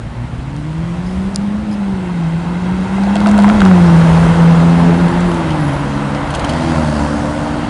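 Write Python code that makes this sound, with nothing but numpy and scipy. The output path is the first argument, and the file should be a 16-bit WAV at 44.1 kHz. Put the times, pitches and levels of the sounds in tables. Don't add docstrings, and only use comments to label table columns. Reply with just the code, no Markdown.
import sys
import numpy as np
from scipy import signal
from scipy.io import wavfile
from scipy.ndimage import uniform_filter1d

SR = 44100
rng = np.random.default_rng(int(sys.argv[2]) if len(sys.argv) > 2 else 0)


def materialize(psi):
    bounded = np.clip(np.atleast_2d(psi).T, -1, 1)
    quanta = np.round(bounded * 32767).astype(np.int16)
    wavfile.write(sys.argv[1], SR, quanta)


def volts(x):
    e = np.asarray(x, float) / 20
    return 10 ** e


N = 339129
TIME = np.arange(N) / SR

# (time [s], level [dB], brightness [dB])
TYRE_CURVE = [(0.0, -35.5, 2), (1.09, -31.5, 2), (1.63, -31.5, 1.5), (2.65, -27.5, -0.5),
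              (2.91, -25.5, 0.5), (3.47, -19, -2.5), (3.79, -17.5, -1.5), (4.1, -16.5, -1.5),
              (4.73, -18, -2.5), (5.5, -21, -2), (5.89, -22.5, -0.5), (6.32, -21, -4), (6.59, -20, 0.5),
              (7.07, -20, -0.5), (7.41, -22, -0.5), (7.69, -22.5, -1.5)]
# (frequency [Hz], density [dB])
ROAR_SPECTRUM = [(250, -9), (410, -8.5), (550, -1.5), (700, -5.5), (900, -5.5), (1150, -7.5), (1500, -12.5),
                 (1800, -15.5), (2400, -48)]
# (frequency [Hz], density [dB])
HISS_SPECTRUM = [(1400, -7.5), (1800, -0.5), (2100, 0), (2400, -3), (2700, -3.5), (3200, -5.5), (3600, -8),
                 (4200, -9.5), (4800, -15.5), (6000, -50)]
# (frequency [Hz], density [dB])
FIZZ_SPECTRUM = [(3800, -29), (4800, 3.5), (6000, 1.5), (7500, 0), (10000, -2.5), (10600, -62.5),
                 (11200, -45.5), (11500, -71)]
# (frequency [Hz], density [dB])
RUMBLE_SPECTRUM = [(18, -22), (30, 23.5), (45, 25.5), (62, 25), (80, 27.5), (110, -29)]
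# (frequency [Hz], density [dB])
DRONE_SPECTRUM = [(60, -9), (90, 13), (135, 10), (200, 10), (300, 3.5), (360, 1.5), (480, -43.5)]
# (time [s], swell [dB], half length [s])
ENGINE_SWELLS = [
    (0.922, 6, .08),
    (1.182, 9.5, 0.13),
    (3.546, 4.5, 0.37),
    (4.2, 8.5, 0.12),
    (5.5, 2.5, .2),
    (6.351, 5.5, 0.18),
    (6.8, -4, .15),
    (7.599, -5, 0.22),
]
THIN_S, THIN_HZ, THIN_SHARE = [5, 5.8], 415, 0.29

# (start [s], end [s], pitch before
# lowering by 3 % [Hz], level [dB])
HUM_EVENTS = [
    (3.898, 4.6, 486, -32.5),
    (4.201, 4.547, 519.5, -29),
    (5.301, 6.1, 586, -39),
    (5.799, 6.5, 511.2, -37),
    (5.8, 6.15, 213, -23),
    (0.102, .6, 167.4, -35.5),
    (6.85, 7.7, 301.9, -27),
]
# (time [s], firing rate [Hz], level [dB])
VAN_CURVE = [
    (0, 56.9, -26),
    (.5, 59, -34),
    (.9, 62.26, -32),
    (1.25, 64.8, -31),
    (1.6, 65.1, -33),
    (2.2, 64.8, -40),
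    (2.6, 63.95, -31),
    (3, 63.84, -33),
]
# (start [s], end [s], level [dB])
BRAKE_GRIPS = [
    (3.7, 6.45, -62),
    (4.76, 4.81, -49),
    (4.95, 5.15, -55),
    (5.24, 5.38, -49),
    (5.56, 5.78, -47),
    (5.86, 6.0, -57),
]
SQUEAL_HZ, GRIP_S = 10300, 0.035

# (time [s], firing rate [Hz], level [dB], tail toward the microphone [0-1])
SALOON_CURVE = [
    (6.35, 76.7, -31, .4),
    (6.47, 79.3, -27, 0.5),
    (6.55, 81.3, -23, 0.4),
    (6.7, 81.9, -17.5, 0.14),
    (6.84, 77.5, -20.5, 0.7),
    (6.99, 73.72, -18.5, 0.54),
    (7.15, 75.64, -24.5, 0.71),
    (7.4, 77.46, -28.5, .7),
    (7.68, 79.7, -27, 0.19),
]
SALOON_ABREAST_S, SALOON_PASS_S = 7.11, 0.35
# (frequency [Hz], density [dB])
AIR_RUSH_SPECTRUM = [(3000, -25), (3800, -9), (4600, 2), (5300, -10), (6200, -14)]

# (time [s], peak [dB], decay T60 [s])
SHELL_TICKS = [(0.5647, -27.5, 0.0067), (1.06, -37, 0.43), (1.347, -20, 0.0057), (1.3597, -2, .004),
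               (1.422, -40, .004), (1.475, -37, 0.0043), (1.713, -32, 0.065), (1.727, -32, 0.03),
               (1.737, -34, 0.048), (2.24, -33, .01), (2.621, -35, 0.0086)]
# (frequency [Hz], width [Hz], level [dB])
SHELL_MODES = [(5000, 1800, 0), (6300, 2400, -1), (9000, 2600, -3)]
# (frequency [Hz], T60 [s])
ECHO_T60 = [(100, 1.5), (400, 2.85), (3000, 1.4), (10000, 1)]
COMB_S, COMB_SHARE = [1.6, 2.1, 3.6, 4.1], [.14, .36, .36, .14]

# (time [s], peak [dB], knock pitch [Hz])
LATER_TYRE_KNOCKS = [
    (5.0832, -22, 1000),
    (5.316, -14, 1000),
    (6.1484, -19, 1000),
    (6.3398, -10.5, 930),
    (6.4425, -11, 1000),
    (6.4925, -22, 900),
    (6.535, -22, 899),
    (6.555, -13, 857),
]
# (time [s], peak [dB], loose metal relative to crack [dB])
LATER_RAIL_CRACKS = [(5.0832, -23.5, -12), (5.2049, -29, 1.5), (5.316, -23, -17), (5.3426, -34, 3),
                     (5.5052, -20, -11), (6.1484, -24, -18), (6.3051, -23.5, -6), (6.3398, -21, -15),
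                     (6.3486, -15.5, -8.5), (6.3552, -23, -4), (6.3949, -20.5, -8), (6.4425, -27, -11),
                     (6.4461, -15.5, -8), (6.4925, -18, -8), (6.4972, -17, -16), (6.5063, -27, -16),
                     (6.535, -23, -16)]
# (time [s], peak [dB], knock pitch [Hz])
TYRE_KNOCKS = [(2.983, -12, 850), (3.036, -17, 900), (3.1558, -13, 800), (3.2138, -11, 900),
               (3.261, -3.5, 1150), (3.2802, -11, 900), (3.3136, -15, 1200), (3.3897, -7.5, 1150),
               (3.437, -18, 1000), (3.444, 1.0, 1050), (3.4804, -6, 900), (3.499, -4, 1250),
               (3.6049, -13, 1400), (3.6178, .5, 1250), (3.6519, -16, 1100), (3.6608, -6, 1150),
               (3.714, -4.5, 1000)]
# (time [s], peak [dB], loose metal relative to crack [dB])
RAIL_CRACKS = [(3.036, -19.5, -15), (3.1558, -13, -12), (3.1658, -16, -19), (3.204, -18, -8),
               (3.261, -34, -2), (3.2709, -11, -17), (3.2802, -24, -9), (3.2879, -17, -10),
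               (3.295, -35, 11), (3.3136, -23.5, 5), (3.379, -17, -3), (3.3897, -13.5, -12),
               (3.4, -21, -13), (3.4221, -19.5, -5), (3.437, -16, -8), (3.444, -27, -9.5),
               (3.4804, -30, -14), (3.4904, -16.5, -16), (3.499, -27, -6), (3.6049, -12.5, -17),
               (3.6178, -20, 1.5), (3.635, -33, -10), (3.6519, -10, -16)]
# (time [s], pitch [Hz], peak [dB])
CARCASS_BOOMS = [
    (3.033, 702, -21),
    (3.070, 697, -18),
    (3.146, 949, -22),
    (3.156, 690, -12),
    (3.240, 850, -20),
    (3.268, 684, -10.5),
    (3.292, 666, -16),
    (3.384, 680, -8),
    (3.482, 685, -12),
]

# (time [s], firing rate [Hz], firing tone [dB], unevenness of the cylinders [dB])
SPORTS_CURVE = [(0.0, 115.6, -24, -18), (0.35, 124.7, -26.5, -26), (0.8, 164.4, -19.5, -32.5),
                (1.3, 195.5, -20.5, -20), (1.65, 213.2, -17, -19.5), (2.27, 163.1, -17.5, -40),
                (2.85, 189.3, -17.5, -25), (3.33, 208.8, -7.5, -27), (3.42, 201.9, -5.5, -27),
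                (3.55, 212.6, -8.5, -31), (3.64, 191, -4.5, -25), (3.78, 176, -5.5, -37),
                (3.96, 165, -5.5, -26.5), (4.6, 168.1, -6, -18), (4.93, 171.3, -10, -7),
                (5.27, 175, -14.5, -12.5), (5.7, 141, -18, -27), (7.68, 147.6, -34, -9)]
# (frequency [Hz], gain [dB])
TAILPIPE_GAIN = [(230, -11), (290, -4), (330, -11.5), (375, -14.5), (400, -25), (430, -36)]
OVERRUN_DB, OVERRUN_HZ_PER_S = 4.5, 70
TAIL_TURNS_S = [3.55, 3.75]


def evened(x):
    return x / np.sqrt(np.mean(x ** 2) + 1e-20)


def peaked(x):
    return x / abs(x).max()


def read(points, hz):
    f, value = np.transpose(points)
    return np.interp(np.log(hz + 1), np.log(f + 1), value)


def columns(rows):
    s, *values = np.transpose(rows)
    return [np.interp(TIME, s, v) for v in values]


def during(rows, fade_s):
    since_start = TIME - rows[0][0]
    to_end = rows[-1][0] + fade_s - TIME
    return np.clip(np.minimum(since_start, to_end) / fade_s, 0, 1)


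def add(mix, s, sound):
    part = mix[round(s * SR):][:len(sound)]
    part += sound[:len(part)]


def drift(top_hz):
    lowpass = signal.butter(2, top_hz, fs=SR, output="sos")
    return evened(signal.sosfilt(lowpass, rng.standard_normal(N)))


def noise(colour, patchy_db, size=1024):
    hz = np.fft.rfftfreq(size, 1 / SR)
    real, imag, patches = rng.standard_normal((N * 4 // size + 5, len(hz), 3)).T
    patches = uniform_filter1d(patches, size=9, axis=0)
    patches = evened(uniform_filter1d(patches, size=10, axis=1))
    z = (real + 1j * imag) * volts(read(colour, hz)[:, None] + patchy_db * patches)
    return evened(signal.istft(z, nperseg=size, noverlap=size * 3 // 4)[1][:N])


def ring(x, hz, width):
    b, a = signal.iirpeak(hz, hz / width, SR)
    return signal.lfilter(b, a, signal.lfilter(b, a, x))


def burst(t60, chance, rise_s, tail):
    t = np.arange(len(chance)) / SR
    blow = np.sign(chance[0]) * np.exp(-((t - 3 * rise_s) / rise_s) ** 2)
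    onset = np.minimum(t / rise_s / 3, 1)
    return blow + tail * chance * onset * volts(-60 * t / t60)


def orders(firing_hz, levels, unsteady, rough_db, scatter=1):
    crank = 2 * np.pi * np.cumsum(firing_hz * (1 + unsteady * drift(12.3))) / SR
    total = 0
    for order, db in levels:
        level = volts(db + rough_db * drift(30))
        total = total + level * np.cos(order * crank + scatter * 2 * np.pi * rng.random())
    return crank, np.sqrt(2) * total


def distant_engines(near_db):
    swell_db = sum(db * np.exp(-((TIME - s) / half) ** 2) for s, db, half in ENGINE_SWELLS)
    rumble = volts(-25.5 + 0.56 * near_db + swell_db) * noise(RUMBLE_SPECTRUM, patchy_db=1.7, size=4096)
    drone_db = -26.5 + 0.58 * near_db + 0.089 * swell_db
    return rumble + volts(drone_db) * noise(DRONE_SPECTRUM, patchy_db=-0.9, size=4096)


def traffic(crank, puffs):
    level_db, bright_db = columns(TYRE_CURVE)
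    near_db = level_db + 25
    abreast = np.exp(-((TIME - SALOON_ABREAST_S) / SALOON_PASS_S) ** 2)
    roar = volts(level_db - 0.86) * noise(ROAR_SPECTRUM, patchy_db=0.93)
    roar = roar - np.interp(TIME, THIN_S, [0, THIN_SHARE]) * ring(roar, THIN_HZ, 330)
    hiss_db = -35.0 + 0.84 * near_db + 0.31 * bright_db - 2.8 * abreast
    hiss = volts(hiss_db) * noise(HISS_SPECTRUM, patchy_db=1.0)
    fizz_db = -46.5 + 1.06 * near_db + 1.18 * bright_db + 1.5 * abreast
    fizz = volts(fizz_db) * noise(FIZZ_SPECTRUM, patchy_db=1.3)
    pulse = 1 + puffs + 0.065 * np.cos(crank / 2) + 0.078 * np.cos(crank)
    return (roar + hiss + fizz) * pulse + distant_engines(near_db)


def square(x):
    taps = np.zeros(SR)
    at = np.arange(900, SR - 40, 40)
    taps[at + rng.integers(0, 40, len(at))] = rng.choice([-1., 1.], len(at))
    hz, t, z = signal.stft(taps, SR, nperseg=512)
    decay = volts(-60 * t / read(ECHO_T60, hz)[:, None])
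    tail = signal.istft(z * decay, SR, nperseg=512)[1]
    return signal.fftconvolve(x, tail / np.linalg.norm(tail))[:N]


def bounced(x, delay_s, share):
    late = np.pad(x, (round(delay_s * SR), 0))[:N]
    return x - share * uniform_filter1d(late, size=7)


def hums():
    out = np.zeros(N)
    for start, end, hz, db in HUM_EVENTS:
        tone = orders(hz, [(0.97, db)], unsteady=0.00586, rough_db=0.0)[1]
        out += tone * during([[start], [end]], 0.071)
    return out


def squeal():
    grip = sum(volts(db) * during([[start], [end]], GRIP_S) for start, end, db in BRAKE_GRIPS)
    tone = np.cos(2 * np.pi * np.cumsum(SQUEAL_HZ + 26 * drift(40)) / SR)
    return np.sqrt(2) * grip * volts(-5.0 + 3.1 * drift(25)) * tone


def van():
    hz, db = columns(VAN_CURVE)
    hum = orders(hz, [(1, db), (2, db - 4.5)], unsteady=0.01, rough_db=7.0)[1]
    return hum * during(VAN_CURVE, 0.084)


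def ticks():
    out = np.zeros(N)
    highpass = signal.butter(3, 3900, "high", fs=SR, output="sos")
    for (s, db, t60), chance in zip(SHELL_TICKS, rng.standard_normal((len(SHELL_TICKS), 9000))):
        blow = burst(t60, chance, rise_s=.00002, tail=0.037 + 12 * t60)
        click = sum(volts(g_db) * ring(blow, hz, w) for hz, w, g_db in SHELL_MODES)
        click += 60 * min(t60, .05) * ring(blow, 5000, 600)
        add(out, s, volts(db) * peaked(signal.sosfilt(highpass, click)))
    return out


def whoosh():
    close_db = columns(SALOON_CURVE)[1]
    rush = volts(0.86 * close_db - 24.5) * noise(AIR_RUSH_SPECTRUM, patchy_db=0.5)
    return rush * during(SALOON_CURVE, 0.11)


def saloon():
    hz, db, tail = columns(SALOON_CURVE)
    first_db = db - 7.0 + 13 * tail
    fourth_db = db + 0.5 - 17 * tail
    levels = [(1, first_db), (2, first_db / 2 + db / 2 - .6), (3, db), (4, fourth_db),
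              (7, first_db - 12), (8, first_db - 10.5)]
    crank, growl = orders(hz, levels, unsteady=.004, rough_db=.8, scatter=.15)
    passing = during(SALOON_CURVE, 0.15)
    puffs = 0.17 * volts(np.minimum(db + 21, 0)) * passing * np.cos(crank)
    return -growl * passing, puffs


def knocks(rows, t60, tail):
    out = np.zeros(N)
    for (s, db, hz), (carcass, *chance) in zip(rows, rng.standard_normal((len(rows), 3000))):
        blow = burst(t60, np.array(chance), .00003, tail)
        body = 0.6 * ring(blow, 720 * (1 + 0.037 * carcass), 210)
        add(out, s, volts(db) * peaked(body + ring(blow, hz, 0.54 * hz)))
    return out


def cracks(rows, t60, tail, width):
    out = np.zeros(N)
    for (s, db, loose_db), chance in zip(rows, rng.standard_normal((len(rows), 3000))):
        blow = burst(t60, chance, .00003, tail)
        crack = peaked(ring(blow, 3120, width) + 0.61 * ring(blow, 4030, 3100))
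        loose = peaked(ring(blow, 6750, 5000))
        add(out, s, volts(db + 2.0) * (crack + volts(loose_db + 1.5) * loose))
    return out


def booms():
    out, t = np.zeros(N), np.arange(2000) / SR
    for s, hz, db in CARCASS_BOOMS:
        note = t * volts(-60 * t / 0.024) * np.sin(2 * np.pi * hz * t)
        add(out, s, volts(db) * peaked(note))
    return out


def sports_car():
    hz, tone_db, uneven_db = columns(SPORTS_CURVE)
    near_db = np.maximum(tone_db + 19.5, 0)
    rev_slope = np.gradient(uniform_filter1d(hz, size=4000)) * SR
    overrun = np.clip(-rev_slope / OVERRUN_HZ_PER_S, 0, 1)
    octave_db = tone_db - .72 * near_db * (1 - 1.4 * overrun) + .4 * uneven_db + 8
    octave_db = octave_db + .7 * OVERRUN_DB * overrun * (near_db < 3)
    octave_db = octave_db + read(TAILPIPE_GAIN, 2 * hz) + 1.5 * drift(5.5)
    half_db = tone_db - 25.5 + 8.7 * np.interp(TIME, TAIL_TURNS_S, [0, 1]) + 1.6 * drift(1.2)
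    between_db = tone_db + uneven_db + OVERRUN_DB * overrun - .6 + 1.5 * drift(1.78)
    levels = [(1, tone_db + 1.2 * drift(4.2)), (2, octave_db), (.5, half_db), (1.5, between_db),
              (2.5, between_db + near_db / 2 - 14), (3, tone_db + near_db / 2 - 39)]
    crank, exhaust = orders(hz, levels, unsteady=.004, rough_db=.6)
    return crank, exhaust, exhaust * volts(-.6 * near_db)


def scene():
    crank, exhaust, spread = sports_car()
    growl, puffs = saloon()
    others = growl + van()
    first = knocks(TYRE_KNOCKS, t60=0.016, tail=0.18) + cracks(RAIL_CRACKS, t60=0.013, tail=0.31, width=2900)
    later = knocks(LATER_TYRE_KNOCKS, t60=.026, tail=0.3)
    later = later + cracks(LATER_RAIL_CRACKS, t60=0.042, tail=0.36, width=707)
    rails = first + later
    shifting = spread * drift(15.2)
    echoes = square(volts(-10.5) * shifting + volts(-16) * others + volts(-15.5) * rails)
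    share = np.interp(TIME, COMB_S, COMB_SHARE)
    street = bounced(traffic(crank, puffs) + rails, delay_s=0.001694, share=share)
    cars = exhaust + others + hums() + booms() + whoosh()
    return (cars + echoes + street + squeal() + ticks())[None]


def top_cut(x):
    return signal.sosfilt(signal.butter(12, 11300, fs=SR, output="sos"), x)


def record(dry):
    clipped = np.clip(dry, -1.0, .8)
    tilted = signal.lfilter(*signal.butter(1, 85, "high", fs=SR), clipped)
    edge = signal.firwin(301, 10900, window=("kaiser", 9.5), fs=SR)
    limited = signal.oaconvolve(tilted, edge[None], "same")
    return top_cut(np.clip(volts(0.36) * limited, -1, 1))


dry = scene()
out = record(dry)
materialize(out)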